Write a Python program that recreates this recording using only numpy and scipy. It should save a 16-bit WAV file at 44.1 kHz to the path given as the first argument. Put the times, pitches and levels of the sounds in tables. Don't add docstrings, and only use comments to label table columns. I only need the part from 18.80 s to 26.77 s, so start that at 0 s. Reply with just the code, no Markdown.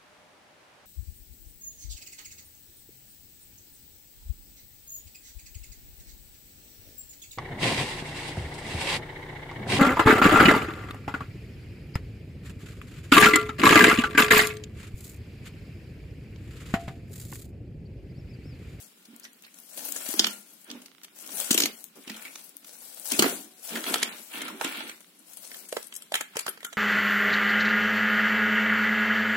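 import sys
import numpy as np
from scipy import signal
from scipy.fft import rfft, irfft, next_fast_len
from scipy.io import wavfile
from scipy.ndimage import uniform_filter1d, map_coordinates

SR = 44100
rng = np.random.default_rng(int(sys.argv[2]) if len(sys.argv) > 2 else 0)


def wrap_up_sound(samples):
    columns = np.atleast_2d(samples).T
    tamed = np.clip(columns, -1, 1)
    steps = np.round(tamed * 32767).astype(np.int16)
    wavfile.write(sys.argv[1], SR, steps)


def nominal_scale(level):
    x = np.asarray(level, float) / 20
    return 10 ** x


N = 351477
TOP_HZ = 15850

# (pitch [Hz], width [Hz], level [dB])
METAL = [(3000, 110, -4), (4500, 200, -7), (6360, 1400, -6.5)]
# (pitch [Hz], width [Hz], level [dB])
HOLLOW = [(450, 50, 7.5), (646, 220, -4), (1330, 57, 3.5), (1700, 530, 1.5), (2120, 170, -16),
          (3140, 210, 7)]
# (pitch [Hz], width [Hz], level [dB])
BOARD = [(190.6, 12, 0.5), (223.7, 27, 6.5), (267.5, 13, 3.5), (313.2, 4.5, 3.5), (380, 4.5, -1),
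         (403, 17, -54)]
# (start [s], held [s], scrape level [dB], table hum level [dB])
TOUCHES = [(.3, 0.12, -55.5, -66), (.97, 0.2, -58, -56), (1.2, 0.1, -40, -54.5), (1.38, 0.099, -35, -43),
           (1.89, 0.062, -45, -49), (2.44, 0.2, -47, -58), (2.71, 0.13, -35.5, -38),
           (3.16, 0.027, -58, -54.5), (3.27, 0.076, -43, -53), (3.38, 0.088, -44, -58.5),
           (4.33, 0.0083, -34.5, -40.5), (4.4, 0.013, -36, -31.5), (4.45, 0.03, -27.5, -31),
           (4.92, 0.06, -32.5, -40.5), (5.07, 0.023, -26, -36), (5.17, 0.095, -29.5, -43),
           (5.3, 0.043, -39, -52), (5.55, 0.16, -33, -46.5), (5.72, 0.12, -58, -49),
           (5.845, 0.012, -25.5, -38), (5.94, 0.062, -31.5, -49), (6.04, 0.028, -41, -49),
           (6.7, 0.18, -55.5, -64), (7.03, 0.19, -56, -69), (7.55, 0.079, -43.5, -75),
           (7.67, 0.077, -49, -62)]


def unit(x):
    return x / np.sqrt(np.mean(x ** 2) + 1e-20)


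def along(points, hz):
    f, v = np.transpose(points)
    return np.interp(np.log(hz + 1), np.log(f + 1), v)


def wobble(rate):
    knots = rng.standard_normal(int(N * rate / SR) + 4)
    return map_coordinates(knots, [np.arange(N) * rate / SR])


def filtered(x, response):
    m = next_fast_len(x.shape[-1] + 8192)
    spectrum = rfft(x, m) * response(np.fft.rfftfreq(m, 1 / SR))
    return irfft(spectrum, m)[..., :x.shape[-1]]


def resonances(modes, between_db):
    def response(f):
        ringing = sum(nominal_scale(db) * 1j * f * w / (c * c - f * f + 1j * f * w) for c, w, db in modes)
        return nominal_scale(between_db) + ringing
    return response


def struck(modes):
    return [(hz, width, db + rng.normal(0, 3.5)) for hz, width, db in modes]


def highpass(hz):
    return lambda f: (1j * f / (hz + 1j * f)) ** 2


def lumps(depth_db, count):
    knots = depth_db * rng.standard_normal(count)
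    return lambda f: nominal_scale(np.interp(np.sqrt(f / (SR / 2)), np.linspace(0, 1, count), knots))


def lag(s):
    # (time [s], delay of the left port [ms])
    place = [(.45, .18), (.55, -.2), (1.8, -.15), (1.88, .09), (2.4, .09), (2.5, -.14), (3.1, -.14),
             (3.2, .03), (3.9, .04), (4.0, -.2), (4.6, -.2), (4.8, 0), (5.9, -.04), (6.1, .1), (8, .18)]
    late_s = np.interp(s, *np.transpose(place)) / 1000
    return lambda f: np.exp(-1j * np.pi * f * late_s * np.array([[1], [-1]]))


def gestures(rows, column, rule):
    rise, fall, linger_db, linger_fall, rest_db = rule
    t = np.arange(0, N + 64, 64) / SR
    start, held, db = np.array(rows)[:, [0, 1, column], None].transpose(1, 0, 2)
    before = np.maximum(start - t, 0)
    after = np.maximum(t - start - np.abs(held), 0)
    remnant = (after > 0) * nominal_scale(linger_db - linger_fall * after)
    shape = nominal_scale(db - rise * before) * (nominal_scale(-fall * after) + remnant)
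    gain = np.sqrt(nominal_scale(2 * rest_db) + np.sum(shape ** 2, axis=0))
    return np.interp(np.arange(N) / SR, t, gain)


def grains(count, low_hz, high_hz, cycles, scatter_db, spread_s, clump_db):
    draw = rng.random((count, 4))
    hz = low_hz * (high_hz / low_hz) ** draw[:, 1:2]
    start = (draw[:, 0] * (N - 200)).astype(int) + 30
    clump = clump_db * (wobble(50) + wobble(250))[start]
    size = nominal_scale(-scatter_db * np.log(1.01 - draw[:, 2]) + clump)[:, None]
    step = np.arange(96)
    pair = []
    for side in (-.5, .5):
        t = step / SR - side * spread_s * (2 * draw[:, 3:] - 1) - spread_s / 2
        click = size * (t > 0) * np.sin(2 * np.pi * hz * t) * np.exp(-np.abs(t) * hz / cycles)
        pair.append(np.bincount((start[:, None] + step).ravel(), click.ravel(), N)[:N])
    return unit(np.array(pair))


def patchy(depth_db):
    z = signal.stft(rng.standard_normal((2, N)), nperseg=256)[2]
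    field = uniform_filter1d(rng.standard_normal(z.shape[1:]), size=16, axis=0)
    field = uniform_filter1d(field, size=3, axis=1)
    return unit(signal.istft(z * nominal_scale(depth_db * unit(field)), nperseg=256)[1][:, :N])


def room(x, length):
    # (pitch [Hz], time to fall 60 dB [s])
    walls = [(200, 0.047), (2000, 0.3), (10000, 0.21)]
    hz, t, z = signal.stft(rng.standard_normal((2, length)), SR, nperseg=256)
    tail = signal.istft(z * nominal_scale(-60 * t / along(walls, hz)[:, None]), SR, nperseg=256)[1]
    return signal.fftconvolve(x, tail / np.linalg.norm(tail[0]), axes=1)


def damped_notes(events, rise_s, level_db):
    out, t = np.zeros(N + SR), np.arange(SR // 4) / SR
    for s, db, hz, t60 in events:
        pair = np.sin(2 * np.pi * hz * t) + .5 * np.sin(2 * np.pi * 1.17 * hz * t)
        fade = nominal_scale(db + level_db - 60 * t / t60) * (1 - np.exp(-t / rise_s))
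        out[round(s * SR):][:len(t)] += fade * pair
    return filtered(out[:N], highpass(182)) * nominal_scale([[-2], [2]])


def shivers(events, width, rise_s):
    out, t = np.zeros((2, N + SR)), np.arange(3072) / SR
    for s, db, hz, t60 in events:
        fade = nominal_scale(-60 * t / t60) * (1 - np.exp(-(t / rise_s) ** 2))
        shiver = fade * (rng.standard_normal(len(t)) + 1.05 * rng.standard_normal((2, len(t))))
        part, late = resonances([(hz, width * hz, 0)], between_db=-20), lag(s)
        ring = filtered(shiver, lambda f: part(f) * late(f) * highpass(400)(f))
        out[:, round(s * SR):][:, :len(t)] += nominal_scale(db) * ring / np.max(np.abs(ring))
    return out[:, :N] + nominal_scale(-5) * room(out[:, :N], length=6500)[:, :N]


def knocks(events, usual_t60, modes, between_db, level_db, thud_db, wet_db, rise, top_db, lead_db, dip_db,
           lean_db, shorten=0):
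    lead_s, lead_grows_s, t60_scatter = .012, .003, .15
    out, t = np.zeros((2, N + SR)), np.arange(3072) / SR
    for s, db, treble_db, body_db in events:
        t60 = usual_t60 * nominal_scale(-shorten * treble_db) * np.exp(t60_scatter * rng.standard_normal())
        u = np.maximum(t - lead_s, 0)
        swell = nominal_scale(-60 * u / max(t60, .004)) * (1 - np.exp(-(u / (rise * t60)) ** 2))
        swell = swell + nominal_scale(lead_db) * np.exp(-np.abs(t - lead_s) / lead_grows_s)
        spray = swell * nominal_scale(5 * rng.standard_normal(len(t)))
        alike = np.array([[.87], [.44]]) * rng.standard_normal((2, len(t)))
        blow = spray * np.array([alike[0] + alike[1], alike[0] - alike[1]])
        body = resonances(struck(modes), between_db)
        colour = lumps(depth_db=3, count=30)
        tilt = [(250, body_db + 13.5), (900, body_db + 14), (3300, 0), (4500, dip_db),
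                (9000, treble_db + 2.5), (11500, treble_db), (16000, 1.22 * treble_db + top_db)]
        ring = filtered(blow, lambda f: body(f) * colour(f) * lag(s)(f) * highpass(200)(f) * nominal_scale(along(tilt, f)))
        ring = ring / np.max(np.abs(ring))
        push = (u > 0) * np.exp(-u / 0.00033) * nominal_scale(thud_db + body_db)
        push = filtered(push, resonances(struck(BOARD), between_db=-6))
        push = filtered(push, lambda f: highpass(140)(f) ** 2)
        pan_db = 0.14 * treble_db + lean_db
        hit = nominal_scale(db + level_db) * (ring * nominal_scale([[pan_db], [-pan_db]]) + push)
        tail = nominal_scale(wet_db) * room(hit[:, :1536], length=6500)
        start = round((s - lead_s - .3 * rise * t60) * SR)
        out[:, start:][:, :len(t)] += hit
        out[:, start + 200:][:, :tail.shape[1]] += tail
    return out[:, :N]


def metal_knocks(events, t60_s, wet_db, shorten=0):
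    return knocks(events, t60_s, METAL, between_db=0, level_db=-2, thud_db=-3, wet_db=wet_db, rise=.09,
                  top_db=0, lead_db=-31, dip_db=-1, lean_db=.5, shorten=shorten)


def plastic_knocks(events, t60_s, top_db, lead_db):
    return knocks(events, t60_s, HOLLOW, between_db=2.5, level_db=-2.5, thud_db=-22, wet_db=-11, rise=.088,
                  top_db=top_db, lead_db=lead_db, dip_db=-1.5, lean_db=-.55)


def room_tone():
    # (pitch [Hz], level per Hz [dB])
    air = [(24, -45), (40, -27), (91, -16), (171, 12), (231, 14.5), (896, -18), (2770, 4), (5720, -0.5),
           (9450, -44), (16000, -58)]
    shared, own = rng.standard_normal(N), rng.standard_normal((2, N))
    bass = filtered(shared, lambda f: 1 / (1 + (f / 700) ** 2))
    treble = filtered(own, lambda f: 1 / (1 + (700 / (f + 1)) ** 2))
    return nominal_scale(-69) * unit(filtered(bass + treble, lambda f: nominal_scale(along(air, f))))


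def lens():
    # (first step [s], number of steps)
    focus = [
        (2.0828, 7),
        (3.8475, 2),
        (6.1452, 4),
    ]
    step_s = .03327
    case = [(1900, 700, 0), (3300, 900, 0)]  # (pitch [Hz], width [Hz], level [dB])
    kicks = np.zeros(N)
    for s, steps in focus:
        for k in range(steps):
            kicks[round((s + k * step_s) * SR)] = 1
    clicks = np.convolve(kicks, rng.standard_normal(60))[:N]
    clicks = filtered(clicks, resonances(case, between_db=-40))
    return nominal_scale(-42) * clicks / np.max(np.abs(clicks)) * nominal_scale([[-14], [0]])


def table():
    # (rise [dB/s], fall [dB/s], lingering level [dB], its fall [dB/s], level at rest [dB])
    hum_rule = (1000, 170, -35, 40, -68)
    push = nominal_scale(2.6 * wobble(40)) * (rng.standard_normal(N) + 0.45 * rng.standard_normal((2, N)))
    hum = filtered(push, resonances(BOARD, between_db=-24))
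    hum = filtered(hum, lambda f: highpass(135)(f) ** 4 / (1 + 1j * f / 600))
    return nominal_scale(-3) * nominal_scale([[-1.5], [1.5]]) * gestures(TOUCHES, -1, hum_rule) * unit(hum)


def thumps():
    # (time [s], peak level [dB], pitch [Hz], time to fall 60 dB [s])
    thuds = [(0.284, -43.5, 231, 1), (0.334, -37, 232, 0.29), (1.289, -26.5, 248, 0.047),
             (1.34, -25.5, 320, 0.069), (1.395, -32, 204.3, 0.56), (1.906, -34.5, 246.4, 0.37),
             (1.95, -36, 230, 0.11), (2.7095, -9.5, 241, 0.034), (2.747, -13.5, 325, 0.029),
             (2.803, -22, 330, .04), (2.837, -18, 294, 0.048), (1.397, -20, 330, 0.058),
             (4.424, -14, 334, .05), (4.341, -32, 295, 0.045), (5.848, -24.5, 274, 0.098),
             (2.78, -23, 366, 0.059), (3.274, -32, 232, 0.048), (3.302, -31, 215.5, 0.19),
             (4.32, -27.5, 257, 0.11), (4.462, -14, 380, 0.036), (4.525, -24, 397, 0.044),
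             (4.3925, -7.5, 337, 0.037), (4.44, -18, 398, 0.06)]
    return damped_notes(thuds, rise_s=.0014, level_db=-4)


def scrape():
    # (pitch [Hz], width [Hz], level [dB])
    wheels = [(1421, 12, 9.5), (1790, 130, -5.5), (2376, 340, 0), (3530, 1770, 11)]
    # (rise [dB/s], fall [dB/s], lingering level [dB], its fall [dB/s], level at rest [dB])
    scrape_rule = (275, 231, -76, 31, -62.5)
    ticking = grains(count=12000, low_hz=700, high_hz=5000, cycles=.6, scatter_db=3, spread_s=.0003, clump_db=2.5)
    chassis = filtered(ticking + .5 * patchy(depth_db=-5.5), resonances(wheels, between_db=-34))
    dull = filtered(chassis, lambda f: highpass(450)(f) / (1 + 1j * f / 3500) ** 2)
    return nominal_scale(-12) * gestures(TOUCHES, 2, scrape_rule) * unit(dull)


def bag():
    # (pitch [Hz], level per Hz [dB])
    film_colour = [(290, -31.5), (500, -9.5), (2360, -17.5), (3700, -14.5), (5240, -9), (7420, -5),
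                   (9770, -2), (16000, -5)]
    # (start [s], held [s], crinkle level [dB])
    crinkle = [(0.0, 0.0064, -56), (.76, 0.22, -61.5), (.98, 0.013, -46), (1.06, 0.19, -46),
               (1.3, 0.16, -45), (2.37, 0.1, -55), (2.5, 0.039, -52), (2.575, 0.03, -39.5),
               (2.64, .05, -53), (2.72, 0.061, -40.5), (3.35, 0.29, -58.5), (3.87, 0.32, -54.5),
               (4.2, 0.14, -52), (4.32, 0.059, -40.5), (4.46, 0.066, -43), (4.855, 0.13, -48),
               (5.07, 0.06, -43.5), (5.25, 0.39, -55.5), (5.82, 0.069, -52), (5.93, 0.13, -56.5),
               (6.5, 0.098, -57.5), (6.64, 0.16, -54.5), (6.95, 0.016, -51.5)]
    # (rise [dB/s], fall [dB/s], settling level [dB], its fall [dB/s], level at rest [dB])
    film_rule = (204, 172, -17, 18, -74)
    # (from [s], to [s], level change [dB])
    relax = [
        (2.7, 2.94, -10),
        (3.035, 3.15, -39),
        (3.771, 3.845, -4.5),
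        (0.1, 0.18, -5),
        (4.66, 4.822, -6.5),
        (2.08, 2.355, -10),
    ]
    snapping = grains(count=21000, low_hz=2500, high_hz=16000, cycles=.8, scatter_db=3.4, spread_s=.0005,
                      clump_db=3.2)
    folds = nominal_scale(2.2 * wobble(45) + 2.2 * wobble(160)) * patchy(depth_db=4)
    sheet = snapping + .8 * folds

    def aside(f):
        return np.array([np.ones_like(f), 1 / (1 + 1j * f / 7000)])
    film = unit(filtered(sheet, lambda f: nominal_scale(along(film_colour, f)) * aside(f)))
    t = np.arange(N) / SR
    rest = nominal_scale(sum(db * ((t > start) & (t < end)) for start, end, db in relax))
    return nominal_scale(4.5) * gestures(crinkle, 2, film_rule) * uniform_filter1d(rest, size=500) * film


def creases():
    # (time [s], peak level [dB], treble level [dB])
    snaps = [(.252, -37, -5.5), (0.3622, -31.5, 12), (0.397, -31, 8), (0.4394, -33, -8), (.449, -33, -12.5),
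             (0.5312, -38, 7), (0.6215, -46, 10), (0.641, -40, -16), (0.7416, -31, 0.5), (0.786, -33.5, 2),
             (0.801, -29, 26), (0.9739, -24, -0.5), (1.1218, -14, 9), (1.287, -16.5, 3), (1.844, -34, 10),
             (2.017, -33, -4), (2.0578, -32, -7.5), (2.2325, -29, -3.5), (2.244, -30, -6),
             (2.601, -10.5, 8), (3.041, -30, 20.5), (3.423, -27.5, 7), (3.693, -29, 17), (3.768, -27, 36),
             (3.8445, -31, -3.5), (4.146, -23, 26), (4.198, -23, 20), (4.246, -27, 19), (4.274, -18.5, 12),
             (4.301, -20, -2)]
    body_db = -23
    return metal_knocks([row + (body_db,) for row in snaps], t60_s=.023, wet_db=-14, shorten=.6)


def ticks():
    # (time [s], peak level [dB], pitch [Hz], time to fall 60 dB [s])
    sharp = [(.6232, -37, 8000, .004), (1.124, -28, 10000, .004), (2.4758, -26, 12000, .004),
             (2.7125, -11, 7000, .03), (2.8572, -21, 10500, .008), (3.0414, -22, 12000, .004),
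             (3.085, -43, 10000, .008), (3.2398, -41, 9000, .005), (3.364, -37, 9500, .01),
             (3.537, -40, 6500, .007), (3.547, -41, 6000, .007), (3.7682, -25, 13000, .004),
             (4.4232, -9, 2400, .008), (5.8118, -20, 2000, .006), (6.0875, -36, 9000, .004),
             (6.114, -43, 6500, .007), (6.1288, -41, 7000, .006), (6.2064, -34, 10500, .004),
             (6.215, -44, 9500, .007), (6.534, -33, 9000, .004), (6.5709, -32, 10000, .004),
             (6.7445, -32, 9000, .004), (6.79, -33, 8500, .004), (7.0287, -27, 9500, .004),
             (7.0707, -31, 11000, .004), (7.0814, -39, 10000, .005), (7.163, -23, 11000, .005),
             (7.2318, -34, 9000, .005), (2.784, -13, 7000, .05), (2.82, -19, 6000, .08),
             (4.43, -18, 1300, .14), (7.866, -32, 7000, .012), (7.5685, -16, 3000, .005)]
    return shivers(sharp, width=.9, rise_s=.0003)


def rattles():
    # (time [s], peak level [dB], pitch [Hz], time to fall 60 dB
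    # [s])
    loose = [(.424, -49, 4500, .015), (.432, -39, 5100, .02), (.44, -38, 6000, 0.055),
             (.441, -44.5, 1600, 0.022), (.45, -39, 1900, 0.045), (.481, -55, 3500, .02),
             (0.544, -53, 4700, 0.028), (.636, -41, 2600, 0.016), (0.645, -49, 3900, .02),
             (.664, -44, 1900, 0.036), (.68, -49, 2200, .025), (1.163, -23, 7300, 0.01),
             (1.352, -34.5, 5500, 0.013), (3.248, -47, 1950, 0.027), (3.277, -33.5, 2600, 0.047),
             (3.295, -32, 2060, 0.032), (3.297, -30, 4400, 0.011), (3.316, -32, 2500, 0.017),
             (3.343, -34.5, 3300, 0.013), (3.369, -42, 1300, 0.028), (3.395, -43, 1470, 0.034),
             (3.42, -41, 2400, 0.033), (3.45, -32.5, 2200, 0.07), (3.468, -37, 1990, .02),
             (3.478, -36, 2620, 0.027), (3.557, -47.5, 3500, 0.018), (4.335, -22.5, 2600, .03),
             (4.902, -35, 1520, 0.011), (4.9536, -34, 3200, 0.022), (4.959, -24.5, 1690, 0.085),
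             (4.973, -30, 1300, 0.025), (5.078, -29, 1400, .02), (5.1205, -34, 1330, 0.022),
             (5.14, -13, 3240, 0.018), (5.158, -32, 3100, .02), (5.181, -26, 5900, 0.0095),
             (5.22, -28, 3000, 0.009), (5.2306, -20, 3140, 0.033), (5.382, -42, 2900, .02),
             (7.34, -16.5, 3370, 0.014), (7.353, -21.5, 2170, 0.11), (7.388, -36, 900, 0.022),
             (7.593, -31, 2260, 0.02), (7.664, -25, 1300, 0.045), (7.681, -41.5, 620, 0.027),
             (7.804, -37, 1920, 0.043), (7.83, -44, 1800, .025), (7.866, -35, 1400, .03),
             (4.426, -15.5, 1470, 0.037), (4.48, -28, 695, 0.14), (5.536, -32, 2740, .04),
              (5.58, -33.5, 1320, 0.06), (5.68, -28.5, 1330, 0.045), (5.70, -32.5, 1010, 0.016),
              (5.847, -29, 2900, 0.04), (5.875, -28, 2230, 0.033), (5.922, -30, 2280, 0.034),
              (5.97, -32, 2400, 0.042), (6.0939, -29.5, 1940, 0.018), (6.114, -35, 2300, .015),
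              (7.41, -27.5, 2270, 0.023), (7.593, -22.5, 4770, .015)]
    return shivers(loose, width=.11, rise_s=.0011)


def axles():
    # (time [s], peak level [dB], treble level [dB])
    axle_ticks = [(6.3892, -43, 23), (6.533, -39, 21), (6.672, -37, 14), (6.742, -29.5, -4),
                  (6.886, -29.5, 5), (7.041, -35, 25), (7.067, -34, 34), (7.138, -28, 8), (7.151, -23.5, 5),
                  (7.162, -21.5, 17), (7.688, -19, 26)]
    body_db = -31
    return plastic_knocks([row + (body_db,) for row in axle_ticks], t60_s=.035, top_db=-35, lead_db=-38)


def boxy():
    # (time [s], peak level [dB], pitch [Hz], time to fall 60 dB [s])
    box_notes = [
        (5.811, -12, 920, 0.0088),
        (6.926, -23, 514, 0.032),
        (6.968, -20, 465, 0.029),
        (7.32, -19.5, 646, 0.014),
        (7.408, -27, 1700, 0.026),
        (7.568, -28.5, 453, 0.05),
        (7.848, -27.5, 1426, 0.033),
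        (7.682, -32.5, 382, 0.062),
    ]
    return damped_notes(box_notes, rise_s=.00065, level_db=-4.5)


def truck():
    # (time [s], peak level [dB], treble level [dB], body level [dB])
    bumps = [(4.8313, -32, 13, -29), (4.8478, -27, 7, -25), (4.955, -16.5, -10, -17), (4.9714, -22, -7, -6),
             (5.0398, -21.5, -10, -17), (5.1217, -22, 3, -2), (5.1399, -8.5, -1, -14),
             (5.1574, -14.5, 0, -6), (5.2201, -26, -13, -13), (5.2288, -6, -6.5, -24),
             (5.5342, -47, -37, -22), (5.617, -17, 2.5, -11), (5.8118, -19, -6, -7), (5.844, -15, -1, -18),
             (6.0943, -25, -11, -17.5), (6.2042, -41, 1, -6)]
    # (time [s], peak level [dB], treble level [dB], body level [dB])
    joint = [(6.5708, -31, 25, 3), (6.715, -26, -7, -22.5), (6.925, -20.5, -1, -11),
             (6.9667, -17.5, -6, -11), (7.1243, -29, -7, -17), (7.2206, -24.5, 4, -23.5),
             (7.3208, -22, -2, -19), (7.3406, -11, -0.5, -11), (7.353, -9, -2, -22),
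             (7.4085, -15.5, 2, -8.5), (7.556, -25, 2, -2.5), (7.5677, -14.5, 7.5, -10.5),
             (7.591, -14.5, 6.5, -18), (7.6057, -18.5, 14, -9), (7.664, -18.5, -4.5, -12),
             (7.6798, -16, -5.5, -13), (7.7738, -34, -5, -5), (7.8297, -28.5, -8, -16),
             (7.8466, -16, 3, -20), (7.9276, -26.5, -8, -18.5)]
    dragged = plastic_knocks(bumps, t60_s=.025, top_db=-20, lead_db=-19)
    folded = plastic_knocks(joint, t60_s=.025, top_db=-19, lead_db=-24)
    return dragged + folded


def shells():
    # (time [s], pitch [Hz], level [dB], time to fall 60 dB [s])
    rings = [
        (1.49, 1396, -48, 0.32),
        (4.558, 744, -60.5, 1),
    ]
    t = np.arange(N) / SR
    out = np.zeros(N)
    for s, hz, db, t60 in rings:
        fade = (t > s) * nominal_scale(db - 60 * np.abs(t - s) / t60 + 1.2 * wobble(30.5))
        out += fade * np.sin(2 * np.pi * hz * t)
    return out


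def cars():
    # (time [s], peak level [dB], treble level [dB], body level [dB])
    contacts = [(1.1608, -17, 1, -8), (1.3384, -14, 2, -14), (1.394, -1.5, -15, -31),
                (1.4422, -7, -23, -28.5), (1.4674, -11, -12, -27), (1.9008, -28, -24, -53),
                (1.913, -22, -10.5, -25), (2.4904, -34, -10, -6), (2.707, 0, -4.5, -26),
                (2.7145, -5, -4, -40), (2.7275, -8, -1, -40), (2.7432, -4.5, -2, -25.5),
                (2.7498, -13, -9, -32), (2.7765, -4, -8, -26), (2.8018, -3, -6.5, -26.5),
                (2.819, -12, -14, -23), (2.8355, -9, -14, -44), (2.856, -6.5, -8.5, -26),
                (3.2767, -32, -18, -26), (3.2984, -22.5, -13, -21), (3.365, -29, -4, -32),
                (3.5552, -22, -10.5, -18), (3.953, -39, -4, -11), (4.3187, -7.5, -1.5, -24),
                (4.3912, 0, -3.5, -14.5), (4.4228, 0, -2.5, -5.5), (4.4405, -14, -23, -2),
                (4.46, -19, -32, -1)]
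    return metal_knocks(contacts, t60_s=.022, wet_db=-11)


def scene():
    steady = scrape() + bag() + boxy()
    background = room_tone() + lens() + table() + thumps()
    small_parts = creases() + ticks() + rattles() + axles()
    toys = truck() + shells() + cars()
    return background + steady + nominal_scale(-2.5) * room(steady, length=12000)[:, :N] + small_parts + toys


def masked(x, under_db, luck_db):
    hz, _, z = signal.stft(x, SR, nperseg=1024)
    band = uniform_filter1d(uniform_filter1d(np.abs(z) ** 2, size=8, axis=1), size=3, axis=2)
    treble = band[:, (hz > 2200) & (hz < TOP_HZ)].mean(axis=1, keepdims=True)
    recent = signal.lfilter([.5], [1, -.5], treble, axis=2)
    cells = rng.standard_normal((1, z.shape[1] // 8 + 1, z.shape[2] // 3 + 1))
    luck = cells.repeat(8, axis=1).repeat(3, axis=2)[:, :z.shape[1], :z.shape[2]]
    stricter_db = 10 * (np.abs(hz[:, None] - 4800) < 1800)
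    bar = np.minimum(recent * nominal_scale(2 * under_db + stricter_db), .6 * band)
    kept = (band * nominal_scale(2 * luck_db * luck) > bar) | (hz[:, None] < 2200)
    return signal.istft(z * kept, SR, nperseg=1024)[1][:, :N]


def roll_off(x):
    return signal.sosfilt(signal.butter(12, 16960, fs=SR, output="sos"), x)


def record(dry):
    # (pitch [Hz], level difference [dB])
    shade = [(60, -40), (110, 1.5), (380, 0), (1290, -2), (2380, 0.5), (4400, -1), (8120, 6.5), (15000, 25)]

    def ports(f):
        lean = nominal_scale(along(shade, f))
        return np.array([lean, np.ones_like(f)]) * 2 / np.sqrt(1 + lean ** 2)
    hiss = nominal_scale(-61.5) * filtered(rng.standard_normal((2, N)), highpass(290))
    heard = filtered(dry, ports) + hiss
    heard = heard / (1 + np.abs(heard / .85) ** 4) ** (1 / 4)
    heard = filtered(heard, lambda f: np.where(f < TOP_HZ, 1, nominal_scale(-45)))
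    heard = masked(heard, under_db=-7.5, luck_db=4)
    return roll_off(heard)


dry = scene()
out = record(dry)
wrap_up_sound(out)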